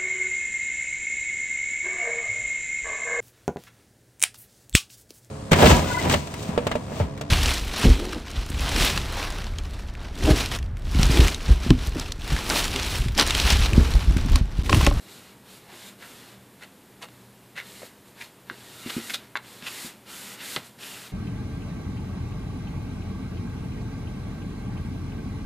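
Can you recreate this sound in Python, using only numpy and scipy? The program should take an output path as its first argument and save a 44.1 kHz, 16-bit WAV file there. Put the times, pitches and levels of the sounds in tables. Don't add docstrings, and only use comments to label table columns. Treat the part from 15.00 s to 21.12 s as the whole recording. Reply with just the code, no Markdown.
import sys
import numpy as np
from scipy import signal
from scipy.fft import rfft, irfft
from scipy.io import wavfile

SR = 44100
rng = np.random.default_rng(int(sys.argv[2]) if len(sys.argv) > 2 else 0)


def int16_out(signal):
    q = np.round(np.clip(np.atleast_2d(signal).T, -1, 1) * 32767)
    wavfile.write(sys.argv[1], SR, q.astype(np.int16))


N = 269892

# start in seconds, lift-off in seconds, speed as relative hiss level in dB,
# speed gain over the stroke in dB, pad pressure and claw skim as offsets to speed in dB, ring in Hz.
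STROKES = [ (-0.06, 0.054, -59.5, 1, 2, -2, 3900), (0.043, 0.31, -56, -13, 2.5, 1, 4050),
           (0.437, 0.576, -55.5, 1, 1, -2, 4050), (0.58, 0.66, -67, 0.5, 8, -10, 2600),
           (0.667, 0.887, -54.5, 7.5, 4, 1, 3620), (0.972, 1.327, -55.5, -7.5, 4.5, -10, 2850),
           (1.568, 1.68, -64, -8, 4, -14, 2050), (2.05, 2.236, -67, -2, 4.5, -6, 3900),
           (2.59, 2.866, -53.5, 2.5, 2, -4, 4100), (3.03, 3.085, -59.5, 3, -1.5, -3, 3900),
           (3.147, 3.244, -53.5, 4.5, 3.5, -8, 3750), (3.454, 3.833, -56, 13, 5, -3, 3750),
           (3.826, 3.983, -43.5, -1.5, 3, -14, 3720), (3.957, 4.138, -46, 7, 2, -8, 3700),
           (4.17, 4.243, -62.5, -4, 9, -10, 2000), (4.409, 4.60, -54.5, 0, 2.5, -6, 4050),
           (4.6, 4.869, -44.5, 6.5, 2.5, -9, 2090), (5.05, 5.341, -46, -0.5, 1, -10, 2780),
           (5.364, 5.552, -43.5, 7, 2.5, -9, 3950), (5.593, 5.664, -52.5, 4, 0.5, -6, 3900),
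           (5.774, 6.071, -47, -6.5, 2.5, -3.5, 2750)]
# frequency in Hz, width in Hz, gain in dB.
PANEL_MODES = [(554, 390, -7), (764, 70, 0), (1173, 540, -5), (1348, 186, 6.5), (1496, 530, -2),
               (1870, 57, 2), (2018, 156, 0.5), (2270, 390, -0.5), (2584, 105, 0), (2825, 90, 3.5),
               (2950, 570, -8.5), (3520, 66, 4.5), (3560, 170, 0.5), (4350, 580, -1.5), (4570, 260, -1.5),
               (7250, 93, -12.5)]


def from_db(db):
    return 10 ** (np.asarray(db) / 20)


def rms_one(x):
    return x / np.sqrt(np.mean(x ** 2) + 1e-20)


def seconds():
    return np.arange(N) / SR


def cut(x, hz, kind, order=2):
    return signal.sosfilt(signal.butter(order, min(hz, .45 * SR), kind, fs=SR, output="sos"), x + 1e-18)


def drift(hz):
    return rms_one(cut(rng.standard_normal(N + SR), hz, "low")[SR:])


def colour(x, spectrum):
    hz, db = np.transpose(spectrum)
    bins_hz = np.maximum(np.arange(N // 2 + 1) * SR / N, 1)
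    gain = from_db(np.interp(np.log(bins_hz), np.log(hz), db))
    return rms_one(irfft(rfft(x) * gain, N))


def resonate(x, hz, width_hz):
    r = np.exp(-np.pi * width_hz / SR)
    feedback = [1, -2 * r * np.cos(2 * np.pi * hz / SR), r * r]
    return signal.lfilter(np.array([1, 0, -1]) * (1 - r * r) / 2, feedback, x + 1e-18)


def body(x, modes):
    return sum((-1) ** k * from_db(db) * resonate(x, hz, width_hz)
               for k, (hz, width_hz, db) in enumerate(modes))


def add(out, start_s, piece):
    at = max(round(start_s * SR), 0)
    out[at:at + len(piece)] += piece[:max(N - at, 0)]


def background(hum_hz=122.1, hum_db=-63.5, drone_db=-60.5, air_db=-54.5):
    # frequency in Hz, relative noise density in dB.
    air_spectrum = [(20, -15), (32, -17), (52, -11.5), (90, -1.5), (160, -1.5), (250, -0.5), (400, -3.5),
                    (650, -8.5), (1000, -17), (1600, -13.5), (3500, -18.5), (6200, -25), (8000, -22),
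                    (14500, -21)]
    hum_gain = from_db(hum_db + 2.9 * drift(hz=1.8))
    hum_phase = 2 * np.pi * hum_hz * seconds() + .5 * drift(hz=2.8)
    hum = hum_gain * rms_one(np.sin(hum_phase))
    drone = rms_one(resonate(rng.standard_normal(N + SR), hz=195.7, width_hz=9.5)[SR:])
    air = colour(rng.standard_normal(N), air_spectrum)
    return from_db(air_db) * air + hum + from_db(drone_db) * drone


def room(x, t60_s=0.16, tail_db=-17, lowpass_hz=4800):
    t = np.arange(SR // 2) / SR
    decay = from_db(-60 * t / t60_s) * (t > .006)
    tail = cut(rng.standard_normal(len(t)), lowpass_hz, "low") * decay
    tail /= np.sqrt(np.sum(tail ** 2))
    return x + from_db(tail_db) * signal.fftconvolve(x, tail)[:N]


def box_walls(x):
    # delay in seconds, gain in dB.
    echoes = [(.0017, -31), (.0031, -35.5), (.0068, -33)]
    out = x.copy()
    for delay_s, db in echoes:
        add(out, delay_s, from_db(db) * x)
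    return out


def floor_bumps(rebound_s=0.01358, pitch_ratio=1.336, rise_cycles=0.59):
    # start in seconds, level in dB, pitch in Hz, first rebound gain in dB.
    bumps = [ (0.731, -40.5, 392, -11), (2.829, -37, 500, -18), (3.5097, -36.5, 310, -10),
             (3.861, -26.5, 242, -6.5), (3.966, -20, 230, -4.5), (4.627, -39, 187, -12),
             (4.846, -32, 213, -6.5), (5.563, -31.5, 403, -2), (5.572, -34, 171, -12)]
    # frequency in Hz, width in Hz, gain in dB.
    box_modes = [(118, 11, -3), (199, 10, -15), (229, 2.6, -4.5), (295, 8.2, -11), (344, 24, 3.5)]
    out, t = np.zeros(N), np.arange(SR // 10) / SR
    for start_s, level_db, first_hz, rebound_db in bumps:
        for k in range(3):
            hz = first_hz * pitch_ratio ** k
            swell = t * hz / rise_cycles
            envelope = from_db(level_db + rebound_db * k ** 2) * swell * np.exp(1 - swell)
            add(out, start_s + k * rebound_s, envelope * np.sin(2 * np.pi * hz * t))
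    return out + body(out, box_modes)


def slips(samples, per_s, spread_db):
    signs = rng.choice([-1, 1], samples)
    sizes = from_db(spread_db * np.clip(rng.standard_normal(samples), -2, 2))
    return rms_one(signs * sizes * (rng.random(samples) < per_s / SR))


def held(start_s, end_s, attack_s, release_s):
    t = seconds()
    return np.clip((t - start_s) / attack_s, 0, 1) * np.exp(-np.maximum(t - end_s, 0) / release_s)


def progress(start_s, lift_s):
    return np.clip((seconds() - start_s) / (lift_s - start_s), 0, 1) - .5


def paw_speed(start_s, lift_s, swell_db, arch_db=0.5):
    travel = progress(start_s, lift_s)
    contact = held(start_s, lift_s, attack_s=0.079, release_s=0.031)
    return contact * from_db(swell_db * travel + arch_db * np.cos(2 * np.pi * travel))


def paw_levels_db(resting_db=-67, swell_share=0.25, ease_db=0.5):
    fur_power = pad_power = from_db(resting_db) ** 2
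    for start_s, lift_s, speed_db, swell_db, pressure_db, _, _ in STROKES:
        rub_db = speed_db + pressure_db + (swell_share * swell_db - ease_db) * progress(start_s, lift_s)
        press = held(start_s, lift_s, attack_s=0.041, release_s=0.043)
        fur_power = fur_power + (from_db(speed_db) * paw_speed(start_s, lift_s, swell_db)) ** 2
        pad_power = pad_power + (from_db(rub_db) * press) ** 2
    return 10 * np.log10([fur_power, pad_power])


def paw_strokes():
    # frequency in Hz, gain in dB.
    fur_spectrum = [(1000, -33), (2500, -7.5), (4500, 0), (6000, -1.5), (7100, 2.5), (10000, 0),
                    (14500, -2.5)]
    pad_spectrum = [(300, -31), (700, -6), (1100, -4.5), (1600, 2), (2600, 1), (3200, 2.5), (3900, 1),
                    (4700, -2), (5600, -5.5), (9000, -41)]
    rumble_spectrum = [(40, -35), (110, -15), (230, 2), (380, 2), (650, -3), (950, 0), (1500, -9),
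                       (4000, -20.5)]
    fur_db, pad_db = paw_levels_db()
    fur = colour(rng.standard_normal(N), fur_spectrum) * from_db(fur_db + 3.0)
    drag = slips(N, per_s=6000, spread_db=4.0)
    panel = sum((-1) ** k * body(drag, [mode]) * from_db(5 * np.tanh(drift(hz=6)))
                for k, mode in enumerate(PANEL_MODES))
    rub = slips(N, per_s=5700, spread_db=5.5)
    pads = colour(rub + 1.04 * panel, pad_spectrum) * from_db(pad_db - 1.3)
    rumble = colour(rng.standard_normal(N), rumble_spectrum) * from_db(0.39 * pad_db - 34.5)
    return fur + pads + rumble


def claw_skims(width_hz=490, overtone_ratio=2.04, overtone_db=-9, speed_exponent=1.9):
    out, force = np.zeros(N), slips(N, per_s=3000, spread_db=3.5)
    for start_s, lift_s, speed_db, swell_db, _, skim_db, hz in STROKES:
        speed = paw_speed(start_s, lift_s, swell_db)
        envelope = speed.max() * (speed / speed.max()) ** speed_exponent
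        ring = body(force, [(hz, width_hz, 0), (overtone_ratio * hz, width_hz, overtone_db)])
        out += from_db(speed_db + skim_db) * envelope * rms_one(ring)
    return out


def card(force, spot_hz, spot_db, spot_q):
    return body(force, PANEL_MODES) + from_db(spot_db) * resonate(force, spot_hz, spot_hz / spot_q)


def claw_rasps(dig_share=.42):
    # start in seconds, length in seconds, level in dB, spot ring in Hz,
    # ring gain in dB, tearing grit gain in dB.
    rasps = [ (0.668, 0.093, -50, 810, 19, -23), (1.008, .054, -45, 1440, 8, -22),
             (1.613, .038, -42, 1980, 3, -16), (2.014, 0.045, -40, 800, 6, -9.5),
             (2.086, 0.0038, -45.5, 3500, -6, -15), (2.56, 0.053, -34, 1940, 8.5, -24),
             (3.203, 0.028, -37, 2140, 11, -30), (3.895, .014, -30.5, 3060, -1.5, -23),
             (4.097, .014, -29.5, 2180, 10, -13), (4.137, 0.021, -26, 3800, 5, -13),
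             (4.362, 0.0055, -29, 1620, -1, -36), (4.3687, .007, -28, 1730, 1, -43),
             (4.663, 0.022, -31, 2620, 4.5, -30), (5.824, 0.029, -42.5, 2980, 16, -18)]
    out, t = np.zeros(N), np.arange(SR // 4) / SR - 0.1
    for start_s, length_s, level_db, spot_hz, spot_db, grit_db in rasps:
        rise_s, fall_s = dig_share * length_s, (1 - dig_share) * length_s
        judder = rms_one(cut(rng.standard_normal(len(t)), 200, "low"))
        force = from_db(3 * np.tanh(judder)) * slips(len(t), per_s=5200, spread_db=8.0)
        grip = np.exp(-np.where(t < 0, (t / rise_s) ** 4, (t / fall_s) ** 2))
        ring = rms_one(card(force, spot_hz, spot_db, spot_q=4))
        grit = from_db(grit_db) * rms_one(resonate(force, hz=5200, width_hz=5400))
        rasp = np.std(grip) * rms_one(grip * (ring + grit))
        add(out, start_s + rise_s + t[0], from_db(level_db) * rasp)
    return out


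def claw_snaps(crackle_decay_s=0.0061):
    # start in seconds, level over the first 4 ms in dB, spot ring in Hz, ring gain in dB,
    # contact hardness as low-pass in Hz, crackle gain in dB.
    snaps = [ (2.0254, -40, 2600, 2, 8000, -16), (2.5778, -34, 1990, 7, 5000, -17),
             (2.819, -41.5, 650, 2, 2200, -25), (2.8314, -38, 510, 22, 2500, -25),
             (3.4989, -27.5, 1470, 12, 3530, -26), (4.3551, -22, 1630, 11, 2360, -21.5),
             (4.625, -40, 2360, 15, 6000, -24), (5.5626, -24, 2960, 10, 8000, -25),
             (5.5635, -27.5, 1250, -1, 7000, -18)]
    out, t = np.zeros(N), np.arange(SR // 10) / SR
    for start_s, level_db, spot_hz, spot_db, contact_hz, crackle_db in snaps:
        crackle = slips(len(t), per_s=5000, spread_db=4)
        force = from_db(crackle_db) * crackle * np.exp(-t / crackle_decay_s)
        force[0] = 1
        tick = cut(card(force, spot_hz, spot_db, spot_q=3), contact_hz, "low")
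        add(out, start_s, from_db(level_db) * tick / np.std(tick[:SR // 250]))
    return out


def scene():
    pawing = paw_strokes() + claw_rasps() + claw_snaps() + claw_skims()
    mono = room(box_walls(pawing) + floor_bumps()) + background()
    return np.array([mono, mono])


def record(dry):
    cutoff_hz = 14600
    return signal.sosfilt(signal.ellip(12, .1, 80, cutoff_hz, fs=SR, output="sos"), dry)


dry = scene()
out = record(dry)
int16_out(out)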